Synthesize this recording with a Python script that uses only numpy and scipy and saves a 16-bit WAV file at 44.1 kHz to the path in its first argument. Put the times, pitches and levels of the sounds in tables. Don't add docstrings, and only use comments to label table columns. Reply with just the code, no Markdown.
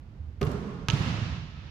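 import sys
import numpy as np
from scipy import signal
from scipy.fft import rfft, irfft, next_fast_len
from scipy.io import wavfile

SR = 44100
rng = np.random.default_rng(int(sys.argv[2]) if len(sys.argv) > 2 else 0)


def unload_wav(signal):
    wavfile.write(
        sys.argv[1],
        SR,
        np.round(np.clip(np.atleast_2d(signal).T, -1, 1) * 32767).astype(np.int16),
    )


N = 74970
T = np.arange(N) / SR
SIZE = next_fast_len(2 * N)
FREQS = np.maximum(np.arange(SIZE // 2 + 1) * SR / SIZE, 1)
OPPOSED = np.array([[1], [-1]])


def from_db(db):
    return 10 ** (np.asarray(db) / 20)


def rms_one(x):
    return x / np.sqrt(np.mean(x ** 2) + 1e-20)


def at_hz(points, hz):
    f, v = np.transpose(points)
    return np.interp(np.log(hz), np.log(f), v)


def since(s):
    return np.maximum(T - s, 0)


def colour(x, points):
    cepstrum = irfft(np.log(from_db(at_hz(points, FREQS))), SIZE)
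    cepstrum[1:SIZE // 2] *= 2
    cepstrum[SIZE // 2 + 1:] = 0
    response = np.exp(rfft(cepstrum))
    return irfft(rfft(x, SIZE) * response, SIZE)[..., :N]


def pan_gains(db, pan_db):
    return from_db([[db + pan_db / 2], [db - pan_db / 2]])


def burst(s, db, decay, pan_db, spectrum):
    scatter = 0.79
    common, apart = rng.standard_normal((2, N))
    noise = common + scatter * apart * OPPOSED
    puff = colour(noise * (T > s) * np.exp(-since(s) / decay), spectrum)
    puff *= np.sqrt(decay * SR / 2 / np.sum(puff ** 2, axis=1, keepdims=True))
    return pan_gains(db, pan_db) * puff


def ring(s, hz, db, t60):
    return np.sin(2 * np.pi * hz * since(s)) * from_db(db - 60 * since(s) / t60)


def ring_modes(s, modes):
    return -sum(ring(s, hz, db, t60) for hz, db, t60, _ in modes)


def boom(s, db, hz, rise):
    u = since(s) / rise
    envelope = (u * np.exp(1 - u)) ** 2
    return -from_db(db) * envelope * np.sin(2 * np.pi * hz * since(s))


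# f/Hz, left-right correlation [-1 to 1]
SIDE_CORRELATION = [(100, 0.96), (250, 0.98), (500, 0.7), (1000, 0), (3000, 0), (12000, 0)]


def diffuse(gain):
    mid, side = rfft(rng.standard_normal((2, SIZE)))
    alike = np.clip(at_hz(SIDE_CORRELATION, FREQS), -1, 1)
    mid = np.sqrt((1 + alike) / 2) * mid
    side = np.sqrt((1 - alike) / 2) * side
    return rms_one(gain) * (mid + side * OPPOSED)


# f/Hz, t60/s
HALL_T60 = [(60, 3.06), (150, 2.75), (400, 1.79), (1000, 1.99), (3000, 2.51), (5500, 2.16), (7500, 1.4),
            (9000, 1.04), (13000, 0.8)]


def hall(s, db, spectrum, modes, swell):
    mode_width_hz = 19.6
    power = from_db(2 * db) * rms_one(from_db(at_hz(spectrum, FREQS))) ** 2
    for hz, _, _, hall_db in modes:
        peak = rms_one(1 / (1 + ((FREQS - hz) / mode_width_hz) ** 2))
        power = power + (from_db(hall_db) * peak) ** 2
    field = diffuse(np.sqrt(power)) * np.sqrt(power.mean())
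    centres, t60s = np.transpose(HALL_T60)
    tail = 0
    for share, t60 in zip(np.eye(len(centres)), t60s):
        crossfade = np.interp(np.log(FREQS), np.log(centres), share)
        band = irfft(field * crossfade, SIZE)[:, :N]
        tail = tail + band * from_db(-60 * since(s) / t60)
    return tail * (T > s) * from_db(np.interp(since(s), *np.transpose(swell)))


# f/Hz, relative level/dB
RUMBLE_COLOUR = [(25, -21), (50, -9), (85, -6), (135, -13.5), (260, -25.5), (450, -34.5), (900, -38),
                 (2500, -46.5), (5000, -55.5), (7200, -64), (8600, -69.5), (13000, -76), (15000, -86)]


def rumble():
    return from_db(-46) * irfft(diffuse(from_db(at_hz(RUMBLE_COLOUR, FREQS))), SIZE)[:, :N]


def whine():
    whine_hz, whine_db = 12930, -97
    return from_db(whine_db) * np.sin(2 * np.pi * whine_hz * T)


# t/s, level/dB
FOOTFALLS = [(0.177, -35), (.255, -38), (0.361, -37)]


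def footfalls():
    step_hz, step_rise_s = 76.1, 0.031
    return sum(boom(s, db, step_hz, step_rise_s) for s, db in FOOTFALLS)


# t/s, level/dB, f/Hz, rise/s
ROOF_BOOMS = [(.4420, -29, 78, 0.011), (0.4695, -20.5, 131.6, .008), (0.5392, -26.5, 150, 0.0078),
              (.5610, -29, 132, 0.0087), (0.676, -31.5, 206.4, .012), (0.916, -24, 110, .007),
              (.9310, -15, 133, 0.0073), (1.0037, -17, 143, 0.0061), (1.1400, -26, 145.3, 0.0074),
              (1.214, -30, 224, .006), (1.2229, -23.5, 95, 0.0086), (1.291, -32, 71, 0.019),
              (1.3789, -28.5, 135, 0.0051), (1.4214, -32, 137.3, 0.011)]


def roof_echoes():
    return sum(boom(*row) for row in ROOF_BOOMS)


# t/s, level/dB, decay/s, left minus right/dB
WALL_ECHOES = [(0.8886, -19, 0.0005, -4), (0.8999, -25.5, 0.0016, -11), (0.9012, -22, 0.00066, -13),
               (0.9077, -29, 0.0018, -4), (0.933, -32, .0015, -1), (.9380, -34, 0.00079, -7.5)]
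# f/Hz, relative level/dB
WALL_COLOUR = [(290, -33), (600, -14), (950, 1), (1700, -6.5), (2840, 5), (4540, -7), (6300, -5.5),
               (8860, -33), (11400, -39), (15000, -54)]


def wall_echoes():
    return sum(burst(*row, WALL_COLOUR) for row in WALL_ECHOES)


# t/s, level/dB, decay/s, left minus right/dB, treble tilt/(dB per octave)
KNOCKS = [(0.4119, -36, 0.00059, 5, -6), (0.4152, -25.5, 0.0023, 4.5, -0.5),
          (0.4288, -31, 0.0037, 0.5, 0.5), (0.4376, -26.5, .003, -3, -4.5), (.4513, -48, .001, 4, 19),
          (0.4678, -39, 0.0052, -1, 0.5), (0.474, -31, .005, -2, -5.5), (0.5163, -45, 0.0016, 6, 9)]
# f/Hz, relative level/dB
KNOCK_COLOUR = [(200, 1), (600, 1), (850, -8), (1200, 4.5), (1800, -3), (2700, -7), (6000, -15.5),
                (8500, -27.5), (12500, -30), (15000, -57)]


def knocks():
    out = 0
    for *row, tilt in KNOCKS:
        tilted = [(hz, db + tilt * np.log2(hz / 1000)) for hz, db in KNOCK_COLOUR]
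        out = out + burst(*row, tilted)
    return out


# f/Hz, level/dB before the onset swell, t60/s, level in the hall/dB before the tail decay
STAND_MODES = [(70.1, -26, 0.43, -43.5), (142.2, -19, 0.16, -41.5), (193, -23, 0.08, -52),
               (403, -16.5, 0.099, -41), (444, -57, 0.043, -40.5), (579, -31, 0.12, -50.5),
               (702, -29.5, .06, -69), (1080, -41, 0.31, -49), (1217, -33, 0.11, -55),
               (1406, -47, 0.49, -52.5), (2070, -38, 0.023, -72), (2760, -37, 0.065, -61.5),
               (5800, -47, .07, -68)]
# f/Hz, relative level/dB
STAND_HALL = [(24, -45), (40, -20.5), (69, -5.5), (98, -15.5), (153, -0.5), (338, -13.5), (401, -12),
              (597, -20), (956, -20.5), (1080, -19.5), (1920, -30), (5560, -42.5), (12300, -52),
              (15000, -80)]
# t/s after the blow, level/dB
STAND_SWELL = [(0, -3), (0.022, -4.5), (.12, -0.5), (.2, -3), (.3, -1), (0.462, -2)]


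def stand():
    stand_s, give_s, swell_s = 0.4128, 0.003, 0.0061
    start = stand_s + give_s
    frame = ring_modes(start, STAND_MODES) * (1 - np.exp(-since(start) / swell_s))
    tail = hall(stand_s, -29.5, STAND_HALL, STAND_MODES, STAND_SWELL)
    return knocks() + frame + tail


# f/Hz, relative level/dB
SLAP_COLOUR = [(120, -28), (250, -20), (600, -13.5), (950, 3), (1500, -2), (2000, -5), (2700, 1),
               (3800, -3.5), (5760, -9), (7420, -13.5), (8720, -27.5), (11900, -23), (13500, -39),
               (15000, -40)]
# f/Hz, level/dB, t60/s, level in the hall/dB before the tail decay
BALL_MODES = [(926, -31.5, 0.11, -51.5), (1301, -37, 0.13, -49.5), (1590, -39.5, 0.086, -60.5),
              (1663, -36.5, 0.11, -64), (2540, -58, .08, -54.5), (2640, -51, .08, -52.5),
              (2760, -42, 0.071, -54.5), (2950, -40, .08, -53.5)]
# f/Hz, relative level/dB
BOUNCE_HALL = [(24, -40), (40, -33), (74, -3), (153, -2.5), (382, -19.5), (804, -21.5), (910, -20.5),
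               (1030, -18.5), (1320, -21.5), (2060, -23.5), (3830, -27), (7130, -37.5), (8480, -47),
               (11400, -48), (15000, -71)]
# t/s after the blow, level/dB
BOUNCE_SWELL = [(0, -7.5), (.035, -3), (.07, -0.5), (.2, 3.5), (.32, 3), (.46, 3.5), (.54, 0), (0.641, -1),
                (.81, 2.5)]


def bounce():
    bounce_s, thump_lag_s = 0.8855, 0.002
    slap = colour(signal.unit_impulse(N, int(bounce_s * SR)), SLAP_COLOUR)
    slap = -pan_gains(-10, -2) * slap / np.abs(slap).max()
    thump = ring(bounce_s + thump_lag_s, hz=128, db=-17.5, t60=0.076)
    ping = ring_modes(bounce_s, BALL_MODES)
    tail = hall(bounce_s, -29, BOUNCE_HALL, BALL_MODES, BOUNCE_SWELL)
    return slap + thump + ping + tail


def scene():
    background = rumble() + whine() + footfalls()
    echoes = roof_echoes() + wall_echoes()
    return background + echoes + stand() + bounce()


# f/Hz, left minus right/dB
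STEREO_BALANCE = [(60, -6.5), (200, -5.5), (400, -6.5), (1200, -4), (2400, -3), (4400, -6.5), (7200, -7),
                  (8600, 0.5), (13000, 12)]


def lean(x, points):
    left, right = x
    left = colour(left, [(hz, db / 2) for hz, db in points])
    right = colour(right, [(hz, -db / 2) for hz, db in points])
    return np.array([left, right])


def record(dry):
    cutoff_hz = 15800
    low_pass = signal.cheby2(16, 70, cutoff_hz, fs=SR, output="sos")
    return signal.sosfilt(low_pass, lean(dry, STEREO_BALANCE))


dry = scene()
out = record(dry)
unload_wav(out)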